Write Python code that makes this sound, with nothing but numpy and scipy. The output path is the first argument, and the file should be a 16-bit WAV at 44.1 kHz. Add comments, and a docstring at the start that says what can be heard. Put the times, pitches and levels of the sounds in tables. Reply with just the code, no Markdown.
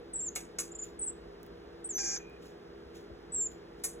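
"""A marmoset calls close by from a wire cage in a small, live room. Its nearly pure voice, modulated in
frequency, gives wavering whistles near 7.5 kHz, two short trills and a falling whistle that breaks
into a rasp of uneven pulses filtered by the throat. Further off, three sharp snaps excite ringing
modes and echoes. A few ticks, soft rustles, a scuff and one dull bump sound over the hum of a fan."""
import sys
import numpy as np
from scipy import signal
from scipy.fft import rfft, irfft
from scipy.io import wavfile
from scipy.ndimage import uniform_filter1d

SR = 44100
rng = np.random.default_rng(int(sys.argv[2]) if len(sys.argv) > 2 else 0)


def bounce(signal):
    """Save signal as a 16-bit WAV file at the path given by the first command-line argument."""
    frames = np.transpose(np.atleast_2d(signal))
    limited = np.clip(frames, -1, 1)
    pcm = np.round(limited * 32767).astype(np.int16)
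    wavfile.write(sys.argv[1], SR, pcm)


N = 176400
T = np.arange(N) / SR
FREQS = np.maximum(np.arange(N // 2 + 1) * SR / N, 1)
ROOM_T60_S, ROOM_GAP_S = 0.21, 0.0024

# The fan's motor tones. Each row: frequency in Hz, level in dB.
MOTOR_TONES = [(49.5, -69), (67.7, -70), (169.3, -64.5), (338.6, -57.5), (406.2, -57.5), (473.9, -59.5)]
# Spectra of the fan's rumble and rush of air. Each row: frequency in Hz, relative level in dB.
RUMBLE_SPECTRUM = [(15, -36.5), (28, -28), (40, -12), (50, -5), (64, -3.5), (80, -13.5), (105, -11),
                   (135, -12.5), (175, -9), (215, -7.5), (260, -7.5), (310, -7.5), (370, -8), (440, -3),
                   (500, -9), (650, -30)]
AIR_SPECTRUM = [(300, -17.5), (500, -0.5), (700, -0.5), (1000, -5.5), (1600, -8), (2500, -16),
                (4000, -17.5), (5300, -21), (6500, -30), (10000, -36), (15000, -40)]
# Light contacts on the cage. Each row: start in seconds, strength in dB.
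TICK_HITS = [(.061, -56), (0.795, -52), (1.4313, -31), (1.4647, -37), (1.877, -50), (2.2983, -45)]
# Their spectrum. Each row: frequency in Hz, gain in dB.
TICK_SPECTRUM = [(1000, -7), (3000, -1), (6000, -3), (9000, -1), (12000, -2), (15000, 5), (16000, -1)]
# Contours of the unbroken calls. Each row: time in seconds, pitch in Hz, level in dB.
WAVERING_WHISTLE = [(0.136, 8370, -34.5), (0.152, 7700, -40), (0.16, 7640, -32), (0.173, 7970, -38),
                    (0.188, 7900, -41.5), (0.195, 7590, -34), (0.212, 7200, -37), (0.231, 7600, -36.5),
                    (0.238, 7640, -36.5), (0.26, 7220, -41), (0.269, 7290, -35), (0.281, 7000, -35),
                    (0.293, 6210, -37)]
LOUD_TRILL = [(.993, 8150, -35), (1.006, 8750, -44), (1.012, 8650, -41), (1.018, 8150, -33.5),
              (1.031, 7720, -34.5), (1.044, 8200, -34), (1.052, 8750, -38), (1.058, 8800, -48),
              (1.067, 8200, -34.5), (1.074, 7750, -38), (1.083, 7570, -32.5), (1.093, 7750, -37.5),
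              (1.106, 8250, -39)]
FALLING_WHISTLE = [(1.891, 8150, -37), (1.897, 7500, -38), (1.914, 7130, -34.5), (1.925, 6620, -44.5),
                   (1.946, 6140, -43), (1.956, 6090, -36), (1.975, 5955, -35), (1.981, 6350, -33)]
WHISTLE_AFTER_RASP = [(2.171, 6830, -64), (2.175, 6440, -43), (2.189, 5880, -48)]
LONG_WHISTLE = [(3.322, 7840, -39.5), (3.337, 8010, -37), (3.349, 7680, -32.5), (3.37, 7500, -33),
                (3.373, 7490, -32.5), (3.398, 7480, -33), (3.413, 7310, -29), (3.437, 7270, -32),
                (3.451, 7470, -35.5), (3.472, 6920, -33.5), (3.474, 6490, -43.5)]
# Separate trill notes, each a dip in pitch. Each row: start, end and time of lowest pitch in seconds,
# lowest pitch in Hz, swing in Hz, swings per second, level at the lowest pitch in dB.
TRILL_NOTES = [(.717, 0.733, .716, 7040, 478, 25, -44), (0.75, 0.77, .754, 7100, 500, 28, -42),
               (0.786, 0.811, .797, 6950, 504, 34, -39.5), (0.812, .848, .832, 6940, 510, 23, -38),
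               (1.844, 1.879, 1.851, 8065, 622, 20, -36.5)]
# Contacts in quick runs, one run to a snap. Each row: start in seconds, strength in dB,
# gain below 3.5 kHz in dB, gain above 10 kHz in dB.
SNAP_HITS = [(0.3536, -17.5, -9, -1), (0.3588, -13.5, -3.5, -4), (0.3612, -17, 7.5, -2),
             (.3652, -29, 14, 6), (0.5865, -15, -1, -5.5), (0.5884, -10, -2.5, -9), (0.5892, -10.5, -3, -7),
             (0.5912, -18, 8, -9), (.5985, -16, -7, 3), (.6028, -14, -4, -2), (3.8375, -18, -7.5, 4),
             (3.8403, -11.5, -1.5, 2), (3.843, -9, -7.5, -3), (3.8467, -18.5, -1, 3.5),
             (3.85, -15, -6, 6.5)]
# Spectra of the snaps and of their reflections. Each row: frequency in Hz, gain in dB.
SNAP_SPECTRUM = [(200, -23), (500, -0.5), (700, -4.5), (1000, -2), (1500, -5.5), (2300, 0.5), (3000, -9),
                 (3700, -1), (4800, -1), (6000, 3), (7000, 6.5), (8100, 7), (9000, 0), (10300, 0.5),
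                 (11800, -7.5), (13200, -8), (14500, -8), (16000, -23)]
REFLECTION_SPECTRUM = [(500, 2), (4500, -1), (6500, -1), (8200, 2.5), (10000, 1), (12000, -0.5), (14500, 1)]
# Modes the snaps excite. Each row: frequency in Hz, relative level in dB, 60 dB decay time in seconds.
SNAP_RESONANCES = [(530, -10, 0.094), (1435, -13, 0.051), (2222, -13, 0.076), (6016, -9, .17),
                   (6620, -8, 0.28), (6780, -5, 0.22), (6920, -1, 0.19), (7300, -9, 0.18), (7700, -5, .2),
                   (8100, 0, 0.19), (10080, -4, .1), (10360, -2, 0.14), (12200, -4, 0.167),
                   (14400, -12, .14)]
# Echoes of the snaps off nearby surfaces. Each row: delay in seconds, gain in dB.
EARLY_ECHOES = [(.0098, -10.5), (0.0141, -12), (.0275, -23)]
# Soft rustles. Each row: time of the peak in seconds, level in dB.
RUSTLE_PEAKS = [(.84, -57), (2.426, -66), (2.458, -61), (2.955, -57.5), (3.513, -63), (3.792, -68)]
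# Their spectrum. Each row: frequency in Hz, relative level in dB.
RUSTLE_SPECTRUM = [(1000, -15.5), (2500, 2.5), (7000, 1.5), (9000, -8.5), (12000, -6), (15000, -12)]
# The rasp's pulse train. Each row: time in seconds, pulse rate in Hz, level in dB.
RASP_CONTOUR = [(1.98, 806.5, -39), (1.993, 809.8, -36), (2.009, 804.8, -33.5), (2.024, 792.8, -38.5),
                (2.038, 794.7, -37), (2.047, 798.4, -35.5), (2.064, 805.4, -37.5), (2.10, 797, -38),
                (2.125, 803.4, -37), (2.165, 797.6, -38), (2.177, 797, -54)]
# Break-up of the voice, greatest at both ends. Each row: time in seconds, roughness (0 is regular).
RASP_ROUGHNESS = [(1.98, 1.2), (1.998, 0.44), (2.012, 0), (2.024, 0.1), (2.038, 0.55), (2.047, .25),
                  (2.075, 0.44), (2.125, 0.6), (2.155, 0.3), (2.171, 1.1)]
# Response of throat and mouth, and the rasp's hiss. Each row: frequency in Hz, relative level in dB.
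VOCAL_TRACT = [(500, -48.5), (800, -11.5), (1150, -9.5), (1600, -11), (2050, -6), (2420, -9.5), (2900, -32),
               (3300, -23.5), (4000, -19), (4800, -7), (5640, 1), (6440, 0.5), (7240, 0), (8050, -15),
               (9500, -76), (11200, -62), (12300, -23), (13300, -40), (14400, -38), (16000, -69)]
HISS_SPECTRUM = [(600, -28), (1200, 1), (1900, -1.5), (2900, -8.5), (4200, 2), (6000, 2), (9000, -30),
                 (16000, -43.5)]
# The whistle inside the rasp. Each row: time in seconds, pitch in Hz, level in dB.
SQUEAL_CONTOUR = [(1.98, 6145, -42), (1.989, 6535, -37), (2.008, 6403, -40), (2.021, 6226, -46),
                  (2.04, 6153, -44), (2.055, 6430, -37), (2.076, 6360, -40.5), (2.102, 6610, -36),
                  (2.125, 6500, -46), (2.168, 6380, -43.5)]
# Spectrum of the scuff. Each row: frequency in Hz, relative level in dB.
SCUFF_SPECTRUM = [(700, -25), (1500, 6), (2400, -1), (4000, -29)]
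# Modes of a thin wire. Each row: frequency in Hz, gain in dB, 60 dB decay time in seconds.
WIRE_MODES = [(4350, -22, .09), (4560, -20, .09)]
# Likeness of diffuse sound in the two channels. Each row: frequency in Hz, coherence from 0 to 1.
COHERENCE = [(50, 0.96), (150, 0.91), (400, 0.77), (700, 0.32), (2500, 0.61), (4500, 1), (8000, 1),
             (15000, 0.87)]
# Phase between the two channels. Each row: frequency in Hz, lead of the left in radians.
LEFT_LEAD = [(10, 0), (300, -.5), (900, -2.4), (1500, -.6), (2300, 1.7), (3400, 1.5), (4700, 3.2),
             (6880, 6.28), (8900, 9.4), (15200, 18.85)]
# Balance between the two channels. Each row: frequency in Hz, left minus right in dB.
LEFT_BALANCE = [(1600, -0.5), (2400, -1.5), (3400, 0), (5000, 0)]


def from_db(db):
    """Amplitude grows tenfold for every 20 dB."""
    return 10 ** (np.asarray(db) / 20)


def rms_one(x):
    """Division by the RMS value gives unit power."""
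    return x / np.sqrt(np.mean(x ** 2) + 1e-20)


def in_time(rows):
    """Linear interpolation gives each column of a contour at every sample."""
    times, *columns = np.transpose(rows)
    return [np.interp(T, times, column) for column in columns]


def at_hz(points):
    """Interpolation on a logarithmic axis gives a table's value at every frequency."""
    hz, value = np.transpose(points)
    return np.interp(np.log(FREQS), np.log(hz), value)


def colour(x, spectrum):
    """Minimum-phase filtering: folding the cepstrum makes a dB spectrum into a causal response."""
    cepstrum = irfft(np.log(from_db(at_hz(spectrum))), N)
    cepstrum[1:N // 2] *= 2
    cepstrum[N // 2 + 1:] = 0
    return irfft(rfft(x) * np.exp(rfft(cepstrum)), N)


def drift(corner_hz):
    """Low-passed noise is a smooth random fluctuation, here of unit power."""
    return rms_one(irfft(rfft(rng.standard_normal(N)) / (1 + (FREQS / corner_hz) ** 2), N))


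def gate(start, end, attack_s=0.0057, release_s=0.0021):
    """A trapezoidal envelope turns the voice on and off."""
    return np.clip((T - start) / attack_s + .5, 0, 1) * np.clip((end - T) / release_s + .5, 0, 1)


def diffuse():
    """A diffuse field is partly coherent at two points: white noise, partly alike in both channels."""
    coherence = np.clip(at_hz(COHERENCE), 0, .99)
    mid, side = rfft(rng.standard_normal((2, N)))
    return rms_one(irfft(np.sqrt(1 + coherence) * mid + np.sqrt(1 - coherence) * side * [[1], [-1]], N))


def room(x, t60, gap_s, clumping_db=0):
    """Reverberation is convolution with dense reflections that decay, smoothly or in clumps."""
    tail = (diffuse() * from_db(clumping_db * drift(250) - 60 * T / t60) * (T > gap_s))[:, :SR // 2]
    tail /= np.sqrt(np.sum(tail ** 2) / 2)
    return signal.fftconvolve(x[None], tail, axes=1)[:, :N]


def contact(start, db, t60):
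    """A hard impact is an impulse and a brief, dense crack; db sets their joint energy."""
    age = np.arange(SR // 50) / SR
    crack = rng.uniform(-0.95, 1, len(age)) * from_db(-60 * age / t60)
    impact = (age == 0) + from_db(-1) * crack / np.linalg.norm(crack)
    return np.pad(from_db(db) * impact / np.linalg.norm(impact), (int(start * SR), N))[:N]


def mode(x, hz, t60):
    """A damped resonator answers a unit impulse with a decaying sinusoid of unit energy."""
    radius, angle = from_db(-60 / (t60 * SR)), 2 * np.pi * hz / SR
    gain = np.sin(angle) * np.sqrt(2 * (1 - radius ** 2))
    return signal.lfilter([0, gain], [1, -2 * radius * np.cos(angle), radius ** 2], x + 1e-18)


def fan():
    """Fan noise is tonal plus broadband: wavering motor tones over a rumble and a rush of air."""
    hum = np.zeros(N)
    for hz, db in MOTOR_TONES:
        amplitude = np.sqrt(2) * from_db(db + 2.5 * drift(8.4))
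        hum += amplitude * np.sin(2 * np.pi * hz * T + 0.52 * drift(2.3))
    rumble = rms_one(colour(diffuse(), list(RUMBLE_SPECTRUM) + [(900, -50.0), (3000, -77.5)]))
    air = rms_one(colour(diffuse(), AIR_SPECTRUM))
    return hum + from_db(-53.5) * rumble + from_db(-57) * air


def ticks():
    """Tiny contacts on the cage are so brief that their spectrum is broad."""
    return colour(sum(contact(start, db, t60=0.0033) for start, db in TICK_HITS), TICK_SPECTRUM)


def whistles(jitter=.003, shimmer_db=0.78, flutter_hz=254, crest_loss_db=9):
    """Frequency and amplitude modulation of one nearly pure voice give whistles and trills."""
    calls = (WAVERING_WHISTLE, LOUD_TRILL, FALLING_WHISTLE, WHISTLE_AFTER_RASP, LONG_WHISTLE)
    notes = [(*in_time(call), gate(call[0][0], call[-1][0])) for call in calls]
    for start, end, lowest_s, hz, swing, rate, db in TRILL_NOTES:
        crest = np.sin(np.pi * rate * (T - lowest_s)) ** 2
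        notes.append((hz + swing * crest, db - crest_loss_db * crest, gate(start, end)))
    pitch, gain = np.full(N, LONG_WHISTLE[0][1], float), np.zeros(N)
    for hz, db, voiced in notes:
        pitch = np.where(voiced > 0, hz, pitch)
        gain = np.maximum(gain, voiced * from_db(db))
    phase = 2 * np.pi * np.cumsum(pitch * (1 + jitter * drift(flutter_hz))) / SR
    octave = from_db(-19 - 45 * np.maximum(pitch - 6180, 0) / 1000)   # heard only on low notes
    shimmer = from_db(-shimmer_db * drift(flutter_hz))
    return np.sqrt(2) * gain * shimmer * (np.sin(phase) + octave * np.sin(2 * phase))


def snaps():
    """Runs of hard impacts excite damped modes and reflect off nearby surfaces and the room."""
    hits = np.zeros(N)
    for start, db, body_db, treble_db in SNAP_HITS:
        tilt = [(3500, body_db), (6000, 0), (8000, 0), (10000, treble_db)]
        hits += colour(contact(start, db, t60=0.0038), tilt)
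    direct = colour(hits, SNAP_SPECTRUM)
    ringing = sum(from_db(db) * mode(hits, hz, t60) for hz, db, t60 in SNAP_RESONANCES)
    ringing = from_db(-2) * np.std(direct) * rms_one(ringing)
    echoes = sum(from_db(db) * np.pad(direct, (int(delay * SR), 0))[:N] for delay, db in EARLY_ECHOES)
    scatter = from_db(-1.5) * room(direct, t60=0.056, gap_s=0.00033, clumping_db=4)
    tail = from_db(2.5) * room(direct, ROOM_T60_S, ROOM_GAP_S, clumping_db=4)
    return direct + ringing + colour(echoes + scatter + tail, REFLECTION_SPECTRUM)


def rustles(rise_s=0.0089, fall_s=0.041):
    """Soft brushing makes friction noise that swells quickly and decays exponentially."""
    envelope = sum(from_db(db) * np.exp(-np.maximum((peak - T) / rise_s, (T - peak) / fall_s))
                   for peak, db in RUSTLE_PEAKS)
    return envelope * rms_one(colour(diffuse(), RUSTLE_SPECTRUM)) * from_db(2 * drift(150))


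def rasp(jitter_cycles=.028, shimmer_db=5):
    """Source and filter: uneven pulses and puffs of air excite the throat, beside a squeal and hiss."""
    pulse_hz, db = in_time(RASP_CONTOUR)
    roughness, = in_time(RASP_ROUGHNESS)
    cycles = np.cumsum(pulse_hz) / SR + jitter_cycles * roughness * drift(300)
    pulses = rms_one(sum(np.cos(2 * np.pi * k * cycles) for k in range(1, 19)))
    puffs = rms_one(rng.standard_normal(N) * (1 + np.cos(2 * np.pi * cycles)))
    shimmer = from_db(shimmer_db * roughness * np.minimum(drift(450), 1))
    voice = colour(pulses * shimmer + 0.93 * roughness * puffs, VOCAL_TRACT)
    voice /= np.sqrt(uniform_filter1d(voice ** 2, size=400) + 1e-12)   # unit power over each 9 ms
    hiss = from_db(-49.5) * roughness ** 2 * rms_one(colour(puffs, HISS_SPECTRUM))
    return (voice * from_db(db) + squeal(cycles) + hiss) * gate(RASP_CONTOUR[0][0], RASP_CONTOUR[-1][0])


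def squeal(rasp_cycles, jitter=.016, chop_depth=1.1):
    """Amplitude modulation by the rasp's pulses gives an unsteady whistle sidebands."""
    hz, db = in_time(SQUEAL_CONTOUR)
    phase = 2 * np.pi * np.cumsum(hz * (1 + jitter * drift(340))) / SR
    tone = np.sin(phase) + from_db(-29) * np.sin(2 * phase)
    return from_db(db) * rms_one(tone * (1 + chop_depth * np.cos(2 * np.pi * rasp_cycles)))


def wire_ring(hz=2440, width_hz=35, start_s=2.17, rise_s=0.059, release_s=2.28, t60=0.75):
    """Narrow-band noise is heard as a wavering tone: a faint ring of wire lingers after the rasp."""
    phase = 2 * np.pi * hz * T
    tone = rms_one(drift(width_hz) * np.cos(phase) + drift(width_hz) * np.sin(phase))
    onset = np.clip((T - start_s) / rise_s, 0, 1)
    return tone * onset * from_db(-59.5 - 60 * np.maximum(T - release_s, 0) / t60)


def scuff(peak_s=2.2, width_s=0.015):
    """A short burst of friction noise with little treble is heard as a faint, dull scuff."""
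    envelope = from_db(-55.5) * np.exp(-np.abs(T - peak_s) / width_s)
    return envelope * rms_one(colour(diffuse(), SCUFF_SPECTRUM))


def bump(ring_s=3.105, ring_hz=611, thud_s=3.108, end_hz=50, sag_hz=111, sag_s=0.0092):
    """A short hollow ring leads into a damped oscillation, a deep thud whose pitch sags."""
    hollow = from_db(-45) * np.exp(-((T - ring_s) / 0.0047) ** 2) * np.sin(2 * np.pi * ring_hz * T)
    age = np.maximum(T - thud_s, 0)
    phase = 2 * np.pi * (end_hz * age + sag_hz * sag_s * (1 - np.exp(-age / sag_s)))
    envelope = from_db(-44) * np.minimum(age / 0.0038, 1) * np.exp(-age / .03)
    return (hollow + envelope * np.sin(phase)) * from_db([[3], [-3]])   # toward the left


def wire_ping():
    """Free vibration: struck at the last snap, a thin wire rings briefly in two close modes."""
    hit = contact(start=3.843, db=0, t60=.001)
    return sum(from_db(db) * mode(hit, hz, t60) for hz, db, t60 in WIRE_MODES)


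def scene():
    """Superposition: the close voice and ticks, their reverberation and the other sounds add up."""
    near = whistles() + rasp() + ticks()
    reverberation = from_db(-14.5) * room(near, ROOM_T60_S, ROOM_GAP_S)
    return (near + reverberation + wire_ring() + snaps() + wire_ping()
            + rustles() + scuff() + bump() + fan())


def record(dry):
    """The recorder gives the two channels differing phase and level; a low-pass filter cuts above 15.9 kHz."""
    half_each_way = np.array([[.5], [-.5]])
    lead = np.interp(FREQS, *np.transpose(LEFT_LEAD))
    response = np.exp(1j * lead * half_each_way) * from_db(at_hz(LEFT_BALANCE) * half_each_way)
    pair = irfft(rfft(dry) * response, N)
    return signal.sosfilt(signal.ellip(10, .2, 80, 15900, fs=SR, output="sos"), pair)


dry = scene()
out = record(dry)
bounce(out)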